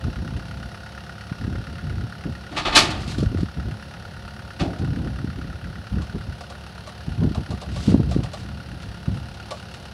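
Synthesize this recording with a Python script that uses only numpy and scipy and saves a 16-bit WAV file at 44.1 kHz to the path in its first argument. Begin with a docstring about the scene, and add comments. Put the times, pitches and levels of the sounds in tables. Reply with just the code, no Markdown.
"""A small diesel excavator idles its way backwards off a tipped steel truck bed, outdoors, at one microphone.
Four uneven cylinders knock and tick over sine-wave exhaust hum, fan noise, a thin whistle and a narrow hiss.
Wind is shaped noise following gusts, with single pressure swings where hard eddies hit the microphone.
The bed clanks and crashes under the weight: noise bursts, ringing modes and a tail from the trees.
The tracks scrape as swelling grit noise and clack as snaps with a hollow ring."""
import sys
import numpy as np
from scipy import signal
from scipy.fft import rfft, irfft, next_fast_len
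from scipy.io import wavfile

SR = 44100
rng = np.random.default_rng(int(sys.argv[2]) if len(sys.argv) > 2 else 0)


def digitize_waveform(pressure):
    """Quantize a signal to 16-bit integers and store it at the path in sys.argv[1].

    Rows of a 2-D input are taken as channels; values are limited to [-1, 1].
    """
    field = np.atleast_2d(pressure).T
    bounded = np.clip(field, -1, 1)
    quanta = np.round(bounded * 32767).astype(np.int16)
    wavfile.write(sys.argv[1], SR, quanta)


N = 437913
TIME = np.arange(N) / SR


def amp(db):
    """Decibels to gain."""
    return 10 ** (np.asarray(db) / 20)


def unit(x):
    """Scales to an rms of one."""
    return x / np.sqrt(np.mean(x ** 2) + 1e-20)


def add(mix, s, sound):
    """Mixes a sound in at time s, cut off at the end of the mix."""
    part = mix[max(round(s * SR), 0):][:len(sound)]
    part += sound[:len(part)]


def colour(x, spectrum, loss_db=0):
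    """Shapes x by a spectrum (f/Hz, level/dB), with a loss per octave about 3 kHz; rms one."""
    octave = np.log2(np.fft.rfftfreq(2 * len(x), 1 / SR) / 3000 + 1e-3)  # the offset avoids log of zero
    hz, db = np.transpose(spectrum)
    gain = amp(np.interp(octave, np.log2(hz / 3000), db) - loss_db * octave)
    size = next_fast_len(len(x), True)
    gain = np.interp(np.fft.rfftfreq(size), np.fft.rfftfreq(2 * len(x)), gain)
    shaped = irfft(rfft(x, size) * gain, size)
    return unit(shaped[:len(x)])


def noise(spectrum, size, loss_db=0):
    """Coloured noise of rms one."""
    return colour(rng.standard_normal(size), spectrum, loss_db)


def resonate(x, modes):
    """Passes x through parallel resonances (f/Hz, width/Hz, level/dB) of alternating sign."""
    out = np.zeros(len(x))
    for k, (hz, width, db) in enumerate(modes):
        peak = signal.iirpeak(hz, hz / width, SR)
        out += (-1) ** k * amp(db) * signal.lfilter(*peak, x)
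    return out


def drift(hz):
    """Random wander of rms one, with hz new values a second joined by straight lines."""
    knots = np.arange(0, TIME[-1] + 1, 1 / hz)
    return unit(np.interp(TIME, knots, rng.standard_normal(len(knots))))


def burst(t, rise, t60, length=0):
    """Swells to one within the rise time, holds to the given length, then dies away."""
    held = max(rise, length)
    return np.clip(t / rise, 0, 1) * np.exp(-np.log(1000) * np.maximum(t - held, 0) / t60)


# engine speed: t/s, firing rate f/Hz
FIRING_RATE = [(0.0, 33.66), (0.6, 34.26), (1.2, 34.58), (1.8, 35.21), (2.4, 35.11), (3.2, 35.39),
               (4.5, 35.22), (6.0, 35.18), (7.2, 35.17), (8.2, 35.04), (9.93, 35.18)]
FIRST_FIRING_S = .0385


def engine_turns():
    """Engine position, counted in firings: the running sum of the firing rate."""
    turns = np.cumsum(np.interp(TIME, *np.transpose(FIRING_RATE))) / SR
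    return turns - np.interp(FIRST_FIRING_S, TIME, turns)


# the four cylinders in firing order: relative knock level/dB, relative injector tick level/dB, lag t/s
CYLINDER_FIRINGS = [(-4.5, 11, .0005), (-11.5, 7.5, 0.00037), (-12.5, 9, 0.001965), (-9, 9.5, 0.00081)]
# engine block resonances under a firing: f/Hz, width f/Hz, level/dB
BLOCK_MODES = [(1220, 210, -6.5), (1447, 81, 3), (1657, 69, -3.5), (1878, 144, -2.5), (2630, 210, -11),
               (4100, 820, -19)]
# engine loudness: t/s, knock level/dB, clatter level/dB before a 0.5 dB cut
ENGINE_LEVELS = [(0, -46.5, -47.5), (1.1, -44.5, -48.5), (2.3, -46.5, -49.5), (3.7, -47.5, -49.5),
                 (4.9, -46.5, -49.5), (5.6, -46.5, -52), (6.5, -50.5, -49), (7.6, -50, -48),
                 (8.8, -50, -49.5), (9.93, -51, -46.5)]
# injector clatter spectrum: f/Hz, level/dB per Hz
CLATTER_SPECTRUM = [(500, -11), (750, 8), (1050, 2.5), (1800, -8), (2300, -6), (2800, 5), (3400, -4.5),
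                    (4400, -1.5), (5700, -6), (7200, -19), (9000, -15), (11200, -18), (12800, -42),
                    (15500, -36)]


def cylinders(turns):
    """Each firing shakes the block's resonances into a knock and opens a burst of injector clatter."""
    knocks, ticks, t = np.zeros(N), np.zeros(N), TIME[:SR // 10]
    shake = burst(t, 0.00071, 0.017) + 0.19 * burst(t, 0.008, 0.073)
    for k in range(-1, int(turns[-1]) + 1):
        knock_db, tick_db, lag = CYLINDER_FIRINGS[k % len(CYLINDER_FIRINGS)]
        s = np.interp(k, turns, TIME) + lag
        # each cylinder burns nearly the same charge every time
        knock_chance, tick_chance = rng.standard_normal(2)
        knock = unit(resonate(shake * rng.standard_normal(len(t)), BLOCK_MODES))
        add(knocks, s, amp(knock_db + 0.77 * knock_chance) * knock)
        add(ticks, s, amp(tick_db + tick_chance) * burst(t, 0.001, 0.099))
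    s, knock_db, clatter_db = np.transpose(ENGINE_LEVELS)
    knocks = colour(knocks, [(300, -20), (1000, -2.0), (1400, 3.5), (3000, -8.5), (6000, -22), (14000, -40)])
    clatter = colour(ticks * rng.standard_normal(N), CLATTER_SPECTRUM)
    return amp(np.interp(TIME, s, knock_db)) * knocks + amp(np.interp(TIME, s, clatter_db) - 0.5) * clatter


# exhaust hum: multiple of the firing rate, level/dB before load and wander
HUM_ORDERS = [(2, -44), (2.5, -59), (3, -46), (3.5, -61), (4, -51), (5, -47), (5.5, -57), (6, -48.5),
              (10, -59.5), (11, -73.5), (13, -76), (15.5, -56), (17, -71.5), (20, -57), (20.5, -60.5),
              (23, -63), (26, -60)]
# how hard the engine works: t/s, level/dB added in full from the tenth multiple up, in part below
ENGINE_LOAD = [(0, 4), (2, 0), (4, 1), (6.5, -0.5), (9.93, 0.5)]


def exhaust_hum(turns):
    """Sines locked to the firings, each wandering in level; load lifts the upper ones most."""
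    load_db = np.interp(TIME, *np.transpose(ENGINE_LOAD))
    hum = np.zeros(N)
    for order, db in HUM_ORDERS:
        level = amp(db + 1.4 * drift(8) + load_db * min(order / 10, 1))
        hum += level * np.sin(2 * np.pi * (order * turns + rng.random()))
    return hum


# cooling fan spectrum: f/Hz, level/dB per Hz
FAN_SPECTRUM = [(25, -27), (50, 7), (90, 14.5), (200, 8), (280, 3.5), (480, 4), (720, 3.5), (1020, -6.5),
                (1450, 2), (2200, -8), (4400, -5.5), (7500, -26.5), (11000, -21), (13500, -32)]
FAN_DB = -44.5
WHISTLE_HZ, WHISTLE_WIDTH_HZ, WHISTLE_DB = 9780, 12, -73.5
# a narrow hiss, likely hydraulic, that slowly fades
HISS_HZ, HISS_WIDTH_HZ, HISS_START_DB, HISS_FADE_DB_PER_S = 5480, 180, -62.5, 0.9


def fan_whistle_and_hiss():
    """Steady broadband fan noise, with noise through two sharp resonances for whistle and hiss."""
    whistle = unit(resonate(rng.standard_normal(N), [(WHISTLE_HZ, WHISTLE_WIDTH_HZ, 0)]))
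    hiss = unit(resonate(rng.standard_normal(N), [(HISS_HZ, HISS_WIDTH_HZ, 0)]))
    hiss *= amp(HISS_START_DB - HISS_FADE_DB_PER_S * TIME)
    return amp(WHISTLE_DB) * whistle + hiss + amp(FAN_DB) * noise(FAN_SPECTRUM, N)


# gusts of wind: start t/s, length t/s, strength level/dB
WIND_GUSTS = [(0.026, 0.058, -24), (0.152, 0.23, -27), (0.465, .2, -32), (1.387, 0.2, -27),
              (1.669, 0.076, -29.5), (1.82, 0.22, -27), (2.243, 0.058, -24), (2.772, 0.39, -29.5),
              (3.157, 0.25, -23), (3.562, 0.026, -23.5), (3.644, 0.05, -26), (3.842, .65, -41.5),
              (4.602, 0.05, -22), (4.79, 0.29, -24), (5.043, 0.25, -28), (5.354, 0.16, -27.5),
              (5.62, 0.054, -27.5), (5.758, 0.046, -31.5), (5.906, 0.07, -21.5), (6.134, 0.014, -21.5),
              (6.267, 0.018, -26.5), (7.064, .05, -26.5), (7.169, 0.12, -21.5), (7.366, 0.019, -22),
              (7.484, 0.057, -26.5), (7.661, 0.2, -26.5), (7.869, 0.042, -16.5), (7.932, 0.16, -20),
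              (8.144, 0.067, -22.5), (8.36, 0.53, -33), (9.069, 0.077, -23.5), (9.19, 0.097, -33.5),
              (9.52, 0.28, -46)]
GUST_RISE_S, GUST_T60_S = 0.011, 0.36
BREEZE_DB = -44  # strength of the light air between the gusts


def gusts():
    """Gusts rise quickly, hold and die away; the faster eddies grow more steeply than the rumble."""
    power, t = np.full(N, amp(BREEZE_DB) ** 2), TIME[:SR]
    for s, length, db in WIND_GUSTS:
        add(power, s, (amp(db) * burst(t, GUST_RISE_S, GUST_T60_S, length)) ** 2)
    gust = np.sqrt(power)
    rumble = noise([(15, -66), (30, -41), (45, -13), (65, -1.5), (110, -3.0), (180, -8.5),
                    (280, -22.0), (500, -53.5), (1500, -97)], N)
    rumble *= amp(1.37 * drift(40) - 2.0)
    eddies = colour(rng.standard_normal(N) * amp(5.26 * drift(110)),
                    [(30, -42), (80, -4.5), (160, -1.0), (280, -1.5), (420, -12), (700, -23),
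                     (1200, -36.0), (3000, -85)])
    return gust * rumble + amp(-30.5) * (gust / amp(-23)) ** 1.87 * eddies


# the hardest eddies that hit the microphone: centre t/s, envelope peak level/dB, mean swing f/Hz
MICROPHONE_BUFFETS = [(1.319, -14.5, 170), (1.48, -13, 213), (2.263, -15, 170), (3.08, -16.5, 180),
                      (3.186, -11.5, 224), (3.229, -9, 285), (3.269, -9, 100), (3.349, -11, 268),
                      (3.433, -8.5, 208), (4.886, -11.5, 140), (5.246, -12, 212), (5.94, -17, 135),
                      (7.084, -14, 169), (7.253, -11.5, 234), (7.314, -12.5, 210), (7.882, -7.5, 129),
                      (8.004, -9, 270), (8.165, -5, 257), (9.084, -13.5, 160)]


def buffets():
    """Each passing eddy is a single lopsided swing of pressure, of random phase."""
    out, t = np.zeros(N), TIME[:SR // 20] - 1 / 40
    for s, db, hz in MICROPHONE_BUFFETS:
        swing = np.exp(2j * np.pi * rng.random()) / (1 + 2j * np.pi * hz * t / 4) ** 4
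        add(out, s + t[0], amp(db) * swing.real)
    return out


# blows on the truck bed: t/s, clang level/dB, boom level/dB, rise t/s, treble loss level/dB per octave,
# clang t60 t/s
BED_BLOWS = [(2.505, -44, -35, 0.015, 2, 0.57), (2.561, -24, -43, 0.011, 2, 0.22),
             (2.648, -20.5, -31, .009, 4, 0.29), (2.718, -22.5, -43, .012, 4, 0.28),
             (2.747, -9, -21, 0.016, -1.8, 0.21), (2.903, -31.5, -35.5, 0.0029, -2, 0.088),
             (4.592, -31, -23.5, 0.0095, 1.5, 0.22), (4.653, -43, -53, 0.0027, 9, .09)]
# clang spectrum of the steel: f/Hz, level/dB per Hz
CLANG_SPECTRUM = [(250, -15), (480, -14), (650, -8), (880, -5), (1000, -9.5), (1200, -1.5), (1550, -8),
                  (2500, -5.5), (4300, -6), (5600, -13.5), (9800, -25.5), (12500, -40), (14000, -57),
                  (15700, -66)]
# boom spectrum of the bed: f/Hz, level/dB per Hz
BOOM_SPECTRUM = [(60, -19), (130, 0), (200, -6), (310, 2.5), (430, -10.5), (560, -10), (760, -3.5),
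                 (1100, -33), (3000, -66)]
# ringing plate modes: f/Hz, relative level/dB, t60 t/s
BED_MODES = [(283, -10, 0.67), (310, -8, .7), (360, -7, .6), (709, -5, 0.45), (888, 1, 0.36),
             (1128, -3, .3), (1222, 1, 0.36), (1794, -1, 0.28), (2554, 1, 0.26), (3002, -2, 0.26),
             (3403, 0, .26), (3694, -1, 0.23), (4178, -1, 0.26), (4472, 0, 0.27)]


def bed():
    """Each blow is a brief rattle of steel: dense clang, low boom, plate modes and a tail from the trees."""
    out, t = np.zeros(N), TIME[:3 * SR // 2]
    for s, clang_db, boom_db, rise, loss_db, t60 in BED_BLOWS:
        # the steel chatters in contact for a moment before it rings out
        contact = np.minimum(t / rise, np.minimum(1, 1.57 * burst(t, rise, t60)))
        clang = noise(CLANG_SPECTRUM, len(t), loss_db) * contact * amp(drift(340)[:len(t)])
        tail = amp(-13.5) * noise(CLANG_SPECTRUM, len(t), loss_db + 4.5) * burst(t, 0.061, 0.66)
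        ring = np.zeros(len(t))
        for hz, db, mode_t60 in BED_MODES:
            ring += amp(db) * burst(t, rise, mode_t60) * np.sin(2 * np.pi * (hz * t + rng.random()))
        boom = noise(BOOM_SPECTRUM, len(t)) * (burst(t, 0.023, 0.44) + 0.14 * burst(t, 0.055, 1.75))
        add(out, s, amp(clang_db) * (clang + tail + amp(-11.5) * ring) + amp(boom_db) * boom)
    return out


# steel dragging over grit, building up until it slips free: start t/s, build-up t/s, peak level/dB
GRIT_SCRAPES = [(2.985, 0.034, -41), (3.065, 0.054, -37), (7.673, 0.23, -38), (8.078, 0.056, -44),
                (8.31, 0.094, -47), (8.78, 0.11, -59), (9.05, .12, -54), (9.52, 0.059, -49),
                (9.68, .08, -55)]
# spectrum of both grit and link snaps: f/Hz, level/dB per Hz
SNAP_SPECTRUM = [(400, 0), (1500, -4), (3000, 1), (4300, 3.5), (6500, -6.5), (10000, -12.5), (13000, -30.5),
                 (15500, -39)]
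SCRAPE_SWELL = 0.83  # power that bends the build-up and lengthens the decay


def scrapes():
    """Grit grinds under the shoes: rough noise that swells, then dies away."""
    drag, t = np.zeros(N), TIME[:SR // 2]
    for s, length, db in GRIT_SCRAPES:
        add(drag, s, amp(db) * burst(t, length, 0.22) ** SCRAPE_SWELL)
    rough = rng.standard_normal(N) * amp(1.3 * drift(400))
    return drag * colour(rough, SNAP_SPECTRUM, loss_db=0.2)


# track links snapping over: t/s, snap level/dB, hollow ring level/dB before LINK_RING_DB
LINK_CLACKS = [(3.076, -36.5, -45), (3.181, -34.5, -40), (3.203, -39, -48), (3.229, -41, -44),
               (3.381, -46, -42), (3.406, -42, -54), (4.785, -45, -56), (6.018, -42, -41),
               (6.407, -41.5, -37), (6.5, -41, -38), (6.872, -40, -35.5), (7.347, -39.5, -32.5),
               (7.506, -38, -34), (7.614, -38.5, -34.5), (7.76, -37, -33.5), (8.111, -36, -31.5),
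               (8.235, -36.5, -35), (8.333, -36, -32.5), (8.82, -44, -59), (9.339, -47, -52),
               (9.507, -33, -27.5), (9.739, -41, -49)]
# hollow link resonances: f/Hz, width f/Hz, level/dB
LINK_MODES = [(436, 60, -13.5), (582, 74, -1), (709, 68, -1), (847, 98, -8.5), (1157, 41, -2.5),
              (1464, 45, -14)]
LINK_CONTACT_T60_S, LINK_RING_DB = 0.15, -16


def clacks():
    """Links snap over as sharp noise and ring hollow as resonated contact noise."""
    out, t = np.zeros(N), TIME[:SR // 2]
    for s, snap_db, ring_db in LINK_CLACKS:
        snap = noise(SNAP_SPECTRUM, len(t)) * (burst(t, 0.00061, 0.076) + 0.19 * burst(t, 0.0067, 0.34))
        contact = rng.standard_normal(len(t)) * burst(t, 0.00066, LINK_CONTACT_T60_S)
        ring = unit(resonate(contact, LINK_MODES))
        add(out, s, amp(snap_db) * snap + amp(ring_db + LINK_RING_DB) * ring)
    return out


def scene():
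    """All sources at one microphone."""
    turns = engine_turns()
    engine = cylinders(turns) + exhaust_hum(turns) + fan_whistle_and_hiss()
    wind = gusts() + buffets()
    tracks = scrapes() + clacks()
    return (engine + wind + bed() + tracks)[None]


BASS_HZ, EDGE_HZ = 33, 15750


def record(dry):
    """The microphone's bass roll-off, overload at full scale, then the band limit."""
    thinned = signal.sosfilt(signal.butter(4, BASS_HZ, "high", fs=SR, output="sos"), dry)
    clipped = np.clip(thinned, -1, 1)
    band_limit = signal.firwin(1023, EDGE_HZ, window=("kaiser", 9), fs=SR)
    return signal.oaconvolve(clipped, band_limit[None], "same")


dry = scene()
out = record(dry)
digitize_waveform(out)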